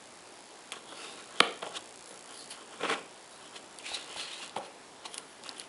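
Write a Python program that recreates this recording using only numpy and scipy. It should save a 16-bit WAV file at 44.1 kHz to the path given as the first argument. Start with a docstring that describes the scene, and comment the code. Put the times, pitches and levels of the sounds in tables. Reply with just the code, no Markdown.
"""A hand opens a foam-packed cardboard box in a quiet room, close to the microphone: it works the tab loose,
pulls the lid out and folds back a flap. Rubbing fingers are random slips driving rasps and box panels; knocks
are ragged blows that ring the panels; creases snap as filtered bursts; low jolts come through the table.
The room answers with a brief tail of sparse taps. Behind lie hiss, made of random spectra, and a faint
electrical buzz of about sixty ringing ticks a second."""
import sys
import numpy as np
from scipy import signal
from scipy.fft import rfft, irfft
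from scipy.io import wavfile
from scipy.ndimage import uniform_filter1d

SR = 44100
rng = np.random.default_rng(int(sys.argv[2]) if len(sys.argv) > 2 else 0)


def master(y):
    """Save y as 16-bit WAV."""
    cut = np.clip(np.atleast_2d(y).T, -1, 1)
    pcm = np.round(cut * 32767)  # scale
    wavfile.write(sys.argv[1], SR, pcm.astype(np.int16))


def volts_from_decibels(level):
    """Turn decibel levels (scalar or array-like) into linear amplitude factors."""
    exponent = np.asarray(level, float) / 20
    return 10 ** exponent


N = 250488  # length in samples

# Room murmur and microphone hiss. Each row: frequency in Hz, relative density in dB per Hz.
HUSH_SPECTRUM = [(15, -57), (25, -31), (113, -13.5), (219, -5.5), (347, -1.5), (375, 1), (405, -2.5),
                 (940, -2.5), (1280, -7), (2750, -11.5), (2970, -11), (5480, -14.5), (6070, -17),
                 (7440, -17.5), (11200, -18.5), (14600, -55), (22000, -120)]
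HUSH_DB = -52  # rms level
# The electrical buzz swelling and dropping out. Each row: time in seconds, tick level in dB.
BUZZ_LEVEL = [(0, -51.5), (.85, -52.5), (1.3, -47.5), (2.45, -46.5), (2.55, -50.5), (3.7, -52), (3.9, -48),
              (4.15, -45.5), (4.3, -54), (4.49, -42.5), (4.505, -60), (5.42, -58), (5.44, -46.5),
              (5.57, -53), (5.6, -66), (5.68, -70)]
# Resonances of one tick. Each row: frequency in Hz, width in Hz, relative level in dB.
TICK_MODES = [(4740, 640, 2.5), (5940, 320, -4), (6640, 99, -4), (7620, 100, 1.5), (9240, 580, 5),
              (10360, 600, 3)]
TICKS_PER_S, FIRST_TICK_S, TICK_ECHO_S = 59.94, 0.0066, 0.0011
# How long the room rings. Each row: frequency in Hz, time to fall 60 dB in seconds.
ROOM_T60 = [(150, 0.56), (400, 0.35), (1040, 0.4), (2760, 0.43), (7280, 0.37)]
# The table and the camera jolted. Each row: start in seconds, level in dB, frequency in Hz.
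JOLTS = [(1.408, -47, 262), (1.404, -59, 140), (1.402, -68, 40), (2.83, -72, 180), (3.914, -70, 66),
         (4.163, -69, 92), (4.565, -53.5, 200), (4.57, -63, 126)]
JOLT_WIDTH_HZ = 34
# A small box sends out little bass. Each row: frequency in Hz, gain in dB.
RADIATION = [(20, -54), (60, -60), (120, -12), (200, -7), (300, 0), (20000, -0.5)]
# Panels of the box. Each row: frequency in Hz, width in Hz, relative level in dB.
BOX_PANELS = [(181, 44.5, -8), (292, 44, -6.5), (370, 47, -19.5), (468, 126, 0.5), (527, 137, 4.5),
              (639, 110, -0.5), (833, 153, 9), (1104, 74, 10), (1345, 139, 14), (1560, 190, 7),
              (2070, 170, 13.5), (2506, 160, 13.5), (3180, 99, 12), (3400, 92, 13), (3800, 50, -9),
              (4300, 350, 11)]
# Creases and card edges letting go. Each row: start in seconds, level in dB, card ring in Hz, top click in dB.
CREASES = [(1.7724, -34, 3560, -21), (3.7868, -40, 4000, -6), (4.495, -41.5, 3620, -28),
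           (5.1433, -43.5, 3050, 3.5), (5.1802, -40, 2750, 0), (5.1806, -35.5, 5030, -6),
           (5.437, -40.5, 4550, -9), (5.4915, -30, 4360, -20), (5.5828, -47.5, 3200, -3),
           (5.598, -35, 4230, -5), (5.615, -41.5, 2400, -21), (5.6396, -49.5, 3690, -8.5)]
# Blows on the box. Each row: start in seconds, level in dB, then the big panels, middle panel, small panels
# and crackle, each in relative dB.
BLOWS = [(0.72, -30.5, -14, -17, -11, 9), (0.923, -41.5, -11.5, -42, -32, -15),
         (1.402, -20, -9, -29, -17, 5.5), (1.4037, -13, -9.5, -21, -15.5, -25),
         (1.621, -40, -8, -10, -15, -7), (1.626, -33, -4, -6.5, -18, -11), (1.665, -37.5, -1, -3, -19, -11),
         (2.108, -44.5, 2.5, -23, -17, 3.5), (2.809, -39.5, 1, -19, -13, -8),
         (2.832, -29, 1, -26, -16.5, -20), (2.852, -34, -3, -29, -11, -18), (2.866, -48, -21, -22, -9, -16),
         (2.897, -28, -20, -50, -27.5, -20), (2.91, -33, -14, -31, -14, -1),
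         (2.922, -30.5, -9, -24, -22, -11), (2.939, -36, -27, -2, -7, -6), (3.559, -46, -24, -7, 11, 0),
         (3.914, -41, -16, 11, -23, 6), (4.162, -39.5, 0, 3, -30, 7), (4.5605, -40, -15, -10, -11, 5),
         (4.5631, -29.5, -1, 4, -15.5, -10), (4.572, -37, 0, -6, -15, -1), (4.582, -36.5, 9, -4, -19, 6),
         (5.053, -39, -31, -4, -22, -3), (5.46, -41, -30, -16, -17, -3)]
# Contact in seconds of the hardest blow, and how much longer it gets (as a fraction) per dB softer.
CONTACT_S, LONGER_PER_DB = 0.0022, 0.1173
# Fingers and card edges rubbing over card. Each row: peak in seconds, swell in seconds, fade in seconds,
# level in dB, rasp at the peak in Hz.
FINGER_RUBS = [(0.736, 0.012, 0.016, -45, 2670), (.765, 0.041, 0.04, -51.5, 3400),
               (.89, 0.022, 0.094, -53.5, 3400), (1.01, 0.077, 0.22, -47, 2620),
               (1.0, .07, .2, -49.5, 4430), (1.07, 0.24, 0.29, -48.5, 3630), (1.2, .1, 0.17, -56, 2480),
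               (1.387, 0.066, 0.06, -48, 3260), (1.672, 0.062, 0.062, -49.5, 3200),
               (1.77, 0.042, 0.016, -40, 2980), (1.77, 0.042, 0.016, -37.5, 3480),
               (2.07, 0.027, 0.14, -60, 3800), (2.31, 0.059, 0.24, -54, 3000),
               (2.35, .02, 0.091, -55, 4600), (2.415, .08, .07, -50, 4400), (2.51, 0.013, 0.078, -46, 2950),
               (2.51, 0.017, 0.063, -47, 4440), (2.62, 0.053, 0.038, -58, 3000),
               (2.725, 0.051, 0.097, -53.5, 3020), (2.84, 0.06, 0.11, -41, 2450),
               (2.875, .03, 0.026, -59, 3400), (2.9, 0.05, 0.12, -40, 2300),
               (2.938, .04, 0.019, -39.5, 2200), (2.92, .07, 0.068, -49, 3550),
               (3.33, .05, 0.12, -60, 3850), (3.46, .1, 0.055, -54.5, 3140),
               (3.564, 0.031, 0.028, -44, 3160), (3.56, .02, 0.023, -49, 4070),
               (3.8, 0.013, 0.027, -50.5, 2820), (3.864, 0.041, 0.094, -40, 2560),
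               (3.875, .04, .16, -42.5, 3520), (3.949, 0.033, 0.03, -35, 3900),
               (4.0, 0.045, 0.18, -50.5, 3530), (3.955, 0.05, 0.092, -43.5, 2640),
               (4.12, 0.088, 0.096, -47.5, 2870), (4.175, .015, 0.095, -40.5, 3400),
               (4.215, 0.093, 0.076, -43, 2750), (4.22, 0.069, 0.076, -42.5, 4000),
               (4.31, .15, 0.16, -47.5, 3090), (4.34, 0.16, 0.12, -49.5, 3700),
               (4.435, 0.19, .08, -45, 2770), (4.435, 0.14, .08, -51, 3900),
               (4.655, 0.091, 0.055, -54.5, 2700), (4.65, 0.054, .05, -56.5, 4100),
               (5.058, 0.018, 0.03, -45.5, 2900), (5.058, 0.013, 0.027, -43.5, 3940),
               (5.148, .06, .04, -49, 3220), (5.18, 0.014, .03, -48, 2880), (5.46, 0.029, 0.13, -50, 2750),
               (5.57, .015, .06, -49.5, 3220), (5.61, .04, 0.063, -51, 2900)]
# Walls of the box dragged or flexed. Each row: peak, swell and fade in seconds, level in dB.
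WALL_DRAGS = [(.735, 0.012, 0.014, -40.5), (.767, 0.018, 0.029, -46.5), (.9, 0.054, .1, -53),
              (1.01, .1, .25, -48), (1.205, .08, 0.074, -55), (1.35, 0.11, 0.29, -49.5),
              (1.64, 0.019, 0.048, -42), (1.77, 0.094, 0.043, -44), (2.13, 0.14, 0.13, -54),
              (2.3, .06, 0.21, -53), (2.52, 0.035, 0.14, -51.5), (2.62, 0.13, 0.033, -52.5),
              (2.74, 0.08, 0.054, -50), (2.81, 0.017, .05, -41.5), (2.856, 0.047, 0.021, -29),
              (2.912, 0.046, 0.074, -30.5), (3.46, .15, 0.047, -58), (3.564, .05, 0.02, -47.5),
              (3.925, 0.078, 0.035, -49.5), (3.97, 0.03, 0.22, -49.5), (4.1, 0.056, 0.065, -51),
              (4.18, .04, 0.23, -49), (4.435, 0.13, .12, -50.5), (4.6, 0.011, 0.11, -49.5),
              (4.71, 0.066, .04, -58), (5.058, .05, .04, -55), (5.17, 0.046, 0.12, -51),
              (5.495, 0.05, .12, -48)]
# Glossy skin of the card sizzling under a finger. 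Each row: peak, swell and fade in seconds, level in dB.
SKIN_SIZZLES = [(.89, .04, .1, -60), (1.02, 0.14, .25, -62), (2.08, .04, .18, -57), (2.39, 0.16, .08, -54),
                (2.51, 0.017, 0.038, -44), (3.31, .02, 0.13, -60), (3.564, .035, 0.033, -65),
                (3.95, .015, 0.013, -46), (4.18, 0.061, .12, -58), (4.43, 0.21, .07, -64.5),
                (4.67, .03, .03, -61), (5.148, 0.078, 0.039, -53.5), (5.18, .015, 0.018, -44),
                (5.324, 0.12, .04, -59), (5.594, .05, .06, -56)]
# Fine hiss of the rubbing. Each row: frequency in Hz, relative level in dB.
RUB_HISS_COLOUR = [(5000, 16), (6000, 12), (8600, 10.5), (11000, 4.5)]
EDGE_DB = -20  # a stroke stands here, relative to its peak, one swell before and one fade after
RASP_WIDTH_HZ, CLIMB_HZ_PER_S = 1110, 1360  # width of each of two passes; the rasp climbs during a stroke
CORE_WIDTH_HZ, CORE_DB = 320, -7  # a narrow core inside the rasp
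HISS_DB, PANELS_DB, PANELS_BELOW_HZ = -5.5, -4.5, 3810  # low rasps ring the small panels too
SIZZLE_HZ, SIZZLE_WIDTH_HZ = 10260, 2200  # width of each of two passes


def evened(x):
    """Scales to rms 1."""
    return x / np.sqrt(np.mean(x ** 2) + 1e-20)


def read(points, hz):
    """Reads a table on a log-frequency axis."""
    f, value = np.transpose(points)
    return np.interp(np.log(hz + 1), np.log(f + 1), value)


def add(mix, s, sound):
    """Mixes a sound in at a time in seconds."""
    part = mix[round(s * SR):][:len(sound)]
    part += sound[:len(part)]


def resonate(x, hz, width_hz):
    """Shifts the curve hz down to zero, smooths, and shifts back: a resonance of gain 1."""
    turn = np.exp(2j * np.pi * np.cumsum(hz * np.ones(len(x))) / SR)
    pole = np.exp(-np.pi * width_hz / SR)
    smooth = signal.lfilter([1 - pole], [1, -pole], x / turn)
    return 2 * (turn * smooth).real


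def resonate_twice(x, hz, width_hz):
    """Two equal resonances in a row, for steeper skirts."""
    return resonate(resonate(x, hz, width_hz), hz, width_hz)


def ring(modes, size):
    """Decaying sine of each mode, one row a mode; wide modes die sooner."""
    hz, width_hz, db = np.transpose(modes)[:, :, None]
    t = np.arange(size) / SR
    return volts_from_decibels(db) * np.exp(-np.pi * width_hz * t) * np.sin(2 * np.pi * hz * t)


def coloured(x, points):
    """Filters by a spectrum in dB, steeply closed outside it."""
    hz = np.fft.rfftfreq(len(x), 1 / SR)
    inside = (hz > points[0][0]) & (hz < points[-1][0])
    return irfft(rfft(x) * volts_from_decibels(read(points, hz)) * inside, len(x))


def hush():
    """Room murmur and microphone hiss: random short-time spectra with faint drifting patches."""
    frames, hz = N // 256 + 5, np.fft.rfftfreq(1024, 1 / SR)
    real, imaginary, patches = rng.standard_normal((frames, 513, 3)).T
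    patches = uniform_filter1d(patches, size=14, axis=0)  # across frequency
    patches_db = 1.0 * evened(uniform_filter1d(patches, size=16, axis=1))  # across time
    spectra = (real + 1j * imaginary) * volts_from_decibels(read(HUSH_SPECTRUM, hz)[:, None] + patches_db)
    noise = signal.istft(spectra, nperseg=1024, noverlap=768)[1][:N]
    return volts_from_decibels(HUSH_DB) * evened(noise)


def buzz():
    """The same short ringing tick and its echo, evenly spaced, each a little different in size."""
    t = np.arange(FIRST_TICK_S, N / SR, 1 / TICKS_PER_S)
    level_db = np.interp(t, *np.transpose(BUZZ_LEVEL)) + 1.0 * rng.standard_normal(len(t))
    train = np.zeros(N)
    train[np.round(t * SR).astype(int)] = volts_from_decibels(level_db)
    signs = (-1.) ** np.arange(len(TICK_MODES))
    tick = signs @ ring(TICK_MODES, size=300)
    tick = tick + 0.67 * np.roll(tick, round(TICK_ECHO_S * SR))
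    tick = tick / np.sqrt(np.mean(tick[:90] ** 2))  # levelled over its first 2 ms
    return signal.oaconvolve(train, tick)[:N]


def room(x):
    """Sparse taps of random sign that build up as the walls answer, each band dying at its own speed."""
    taps = np.zeros(SR)
    at = np.arange(200, SR - 20, 20)
    taps[at + rng.integers(0, 20, len(at))] = rng.choice([-1., 1.], len(at))
    taps *= 1 - np.exp(-(np.arange(SR) / SR / 0.017) ** 2)
    hz, t, z = signal.stft(taps, SR, nperseg=256)
    # Hz, dB
    band_db = read([(300, 4.0), (600, 8.5), (1200, -2.5), (3300, -2.0), (4300, -5.0), (9000, -3.0)], hz)
    decay_db = -60 * t / read(ROOM_T60, hz)[:, None]
    tail = signal.istft(z * volts_from_decibels(band_db[:, None] + decay_db), SR, nperseg=256)[1]
    return signal.fftconvolve(x, tail / np.linalg.norm(tail))[:N]


def thumps():
    """A short low jolt, one decaying mode, that reaches the microphone through the table."""
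    out = np.zeros(N)
    rise = np.minimum(np.arange(3000) / SR / 0.0044, 1)
    for s, level_db, hz in JOLTS:
        jolt = ring([(hz, JOLT_WIDTH_HZ, 0)], size=3000)[0]
        add(out, s, volts_from_decibels(level_db) * evened(rise * jolt))
    return out


def snaps():
    """A sharp click high up with a short ring of the card edge, both from one noise burst."""
    out, t = np.zeros(N), np.arange(500) / SR
    cracks = rng.standard_normal((len(CREASES), len(t)))
    for (s, level_db, hz, top_db), crack in zip(CREASES, cracks):
        top = resonate(resonate(crack * np.exp(-t / 0.00021), 10200, 3400), 7500, 4500)
        card = resonate_twice(crack * np.exp(-t / 0.001), hz, 1800)
        add(out, s, volts_from_decibels(level_db) * (volts_from_decibels(top_db) * evened(top) + volts_from_decibels(-8.5) * evened(card)))
    return out


def knocks():
    """A ragged blow: each panel is hit three times at its own moments during the contact, and the card crackles."""
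    out, t = np.zeros(N), np.arange(3000) / SR
    hz, width_hz, db = np.transpose(BOX_PANELS)[:, :, None]
    chances = rng.random((len(BLOWS), 2, 3, len(BOX_PANELS), 1))
    cracks = rng.standard_normal((len(BLOWS), len(t) + 1))
    damping = np.pi * width_hz * np.clip(hz / 700, 1, 2.5)  # the hand damps the small panels soonest
    hardest_db = np.max(BLOWS, axis=0)[1]
    for row, (late, turn), crack in zip(BLOWS, chances, cracks):
        s, level_db, big_db, middle_db, small_db, crackle_db = row
        contact_s = CONTACT_S * (1 + LONGER_PER_DB * (hardest_db - level_db))
        since = np.maximum(t - late ** 2 * contact_s, 0)  # most hits come early
        rise = 1 - np.exp(-(since * hz / 0.5) ** 2)  # each panel builds over a cycle or so
        tilt_db = read([(500, big_db), (810, middle_db), (1200, -17.0), (2400, small_db)], hz)
        waves = np.sin(2 * np.pi * (hz * t + turn))
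        rings = volts_from_decibels(db + tilt_db) * rise * np.exp(-damping * since) * waves
        u = 3 * t / contact_s
        crackle = volts_from_decibels(crackle_db) * np.diff(crack) * u * np.exp(-u)
        body = rings.sum((0, 1)) + crackle
        add(out, s, volts_from_decibels(level_db) * body / np.sqrt(np.mean(body[:300] ** 2)))  # levelled over 7 ms
    return out


def slips(per_s, spread_db):
    """Fibres catching and letting go: random clicks, a few of them large."""
    size = volts_from_decibels(spread_db * np.minimum(rng.exponential(1, N), 4)) * rng.choice([-1., 1.], N)
    return evened(size * (rng.random(N) < per_s / SR))


def stroke(peak_s, swell_s, fade_s, level_db):
    """Where a stroke lies in time, in samples, and its rounded swell and fade."""
    end = min(round((peak_s + 1.5 * fade_s) * SR), N)
    now = np.arange(round((peak_s - 1.5 * swell_s) * SR), end)
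    t = now / SR - peak_s
    away = np.abs(t / np.where(t < 0, swell_s, fade_s))
    return now, volts_from_decibels(level_db + EDGE_DB * away ** 1.21)


def pressure(rows):
    """The level of all strokes of a table together, summed in power."""
    power = np.zeros(N)
    for row in rows:
        now, level = stroke(*row[:4])
        power[now] += level ** 2
    return np.sqrt(power)


def strokes():
    """Slips drive the low panels of the box, a climbing rasp for each rub, a fine hiss and a sizzle."""
    judder = volts_from_decibels(1.4 * evened(uniform_filter1d(rng.standard_normal(N), size=300)))  # the grip stutters
    drive = evened(slips(6000, 1.4) * judder)
    panels, low = ring(BOX_PANELS, size=2000), np.array(BOX_PANELS)[:, 0] < 1600
    boom = signal.oaconvolve(slips(4000, 1.6) * judder, panels[low].sum(0))[:N]
    other = evened(slips(6000, 1.4) * judder)  # a second finger with its own slips
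    small = evened(signal.oaconvolve(drive, panels[~low].sum(0))[:N])
    hiss = evened(coloured(drive, RUB_HISS_COLOUR))
    sizzle = evened(resonate_twice(drive, SIZZLE_HZ, SIZZLE_WIDTH_HZ))
    out = pressure(WALL_DRAGS) * evened(boom)
    out += pressure(SKIN_SIZZLES) * sizzle
    out += volts_from_decibels(HISS_DB) * pressure(FINGER_RUBS) * hiss
    for *row, hz in FINGER_RUBS:
        now, level = stroke(*row)
        glide_hz = hz + CLIMB_HZ_PER_S * (now / SR - row[0])
        finger = drive if hz > 3300 else other
        rasp = evened(resonate_twice(finger[now], glide_hz, RASP_WIDTH_HZ))
        core = evened(resonate(rasp, glide_hz, CORE_WIDTH_HZ))
        rasp = evened(rasp + volts_from_decibels(CORE_DB) * core)
        share = volts_from_decibels(PANELS_DB) * np.clip((PANELS_BELOW_HZ - hz) / 800, 0, 1)
        out[now] += level * (rasp + share * small[now]) / np.sqrt(1 + share ** 2)
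    return out


def scene():
    """The handling with its room, over buzz and hush; blows fill the room more."""
    rubbing, blows = strokes() + snaps(), knocks()
    reverberation = room(volts_from_decibels(-16.0) * rubbing + volts_from_decibels(-12.0) * blows)
    hands = coloured(rubbing + blows + reverberation, RADIATION)
    return (hands + thumps() + buzz() + hush())[None]


def low_pass(x):
    """Removes everything above the highest recorded frequency."""
    return signal.sosfilt(signal.butter(12, 12200, fs=SR, output="sos"), x)


def record(dry):
    """Closes the treble steeply at 11.1 kHz."""
    edge = signal.firwin(401, 11100, window=("kaiser", 6), fs=SR)
    mix = signal.oaconvolve(dry, edge[None], "same")
    return low_pass(mix)


dry = scene()
out = record(dry)
master(out)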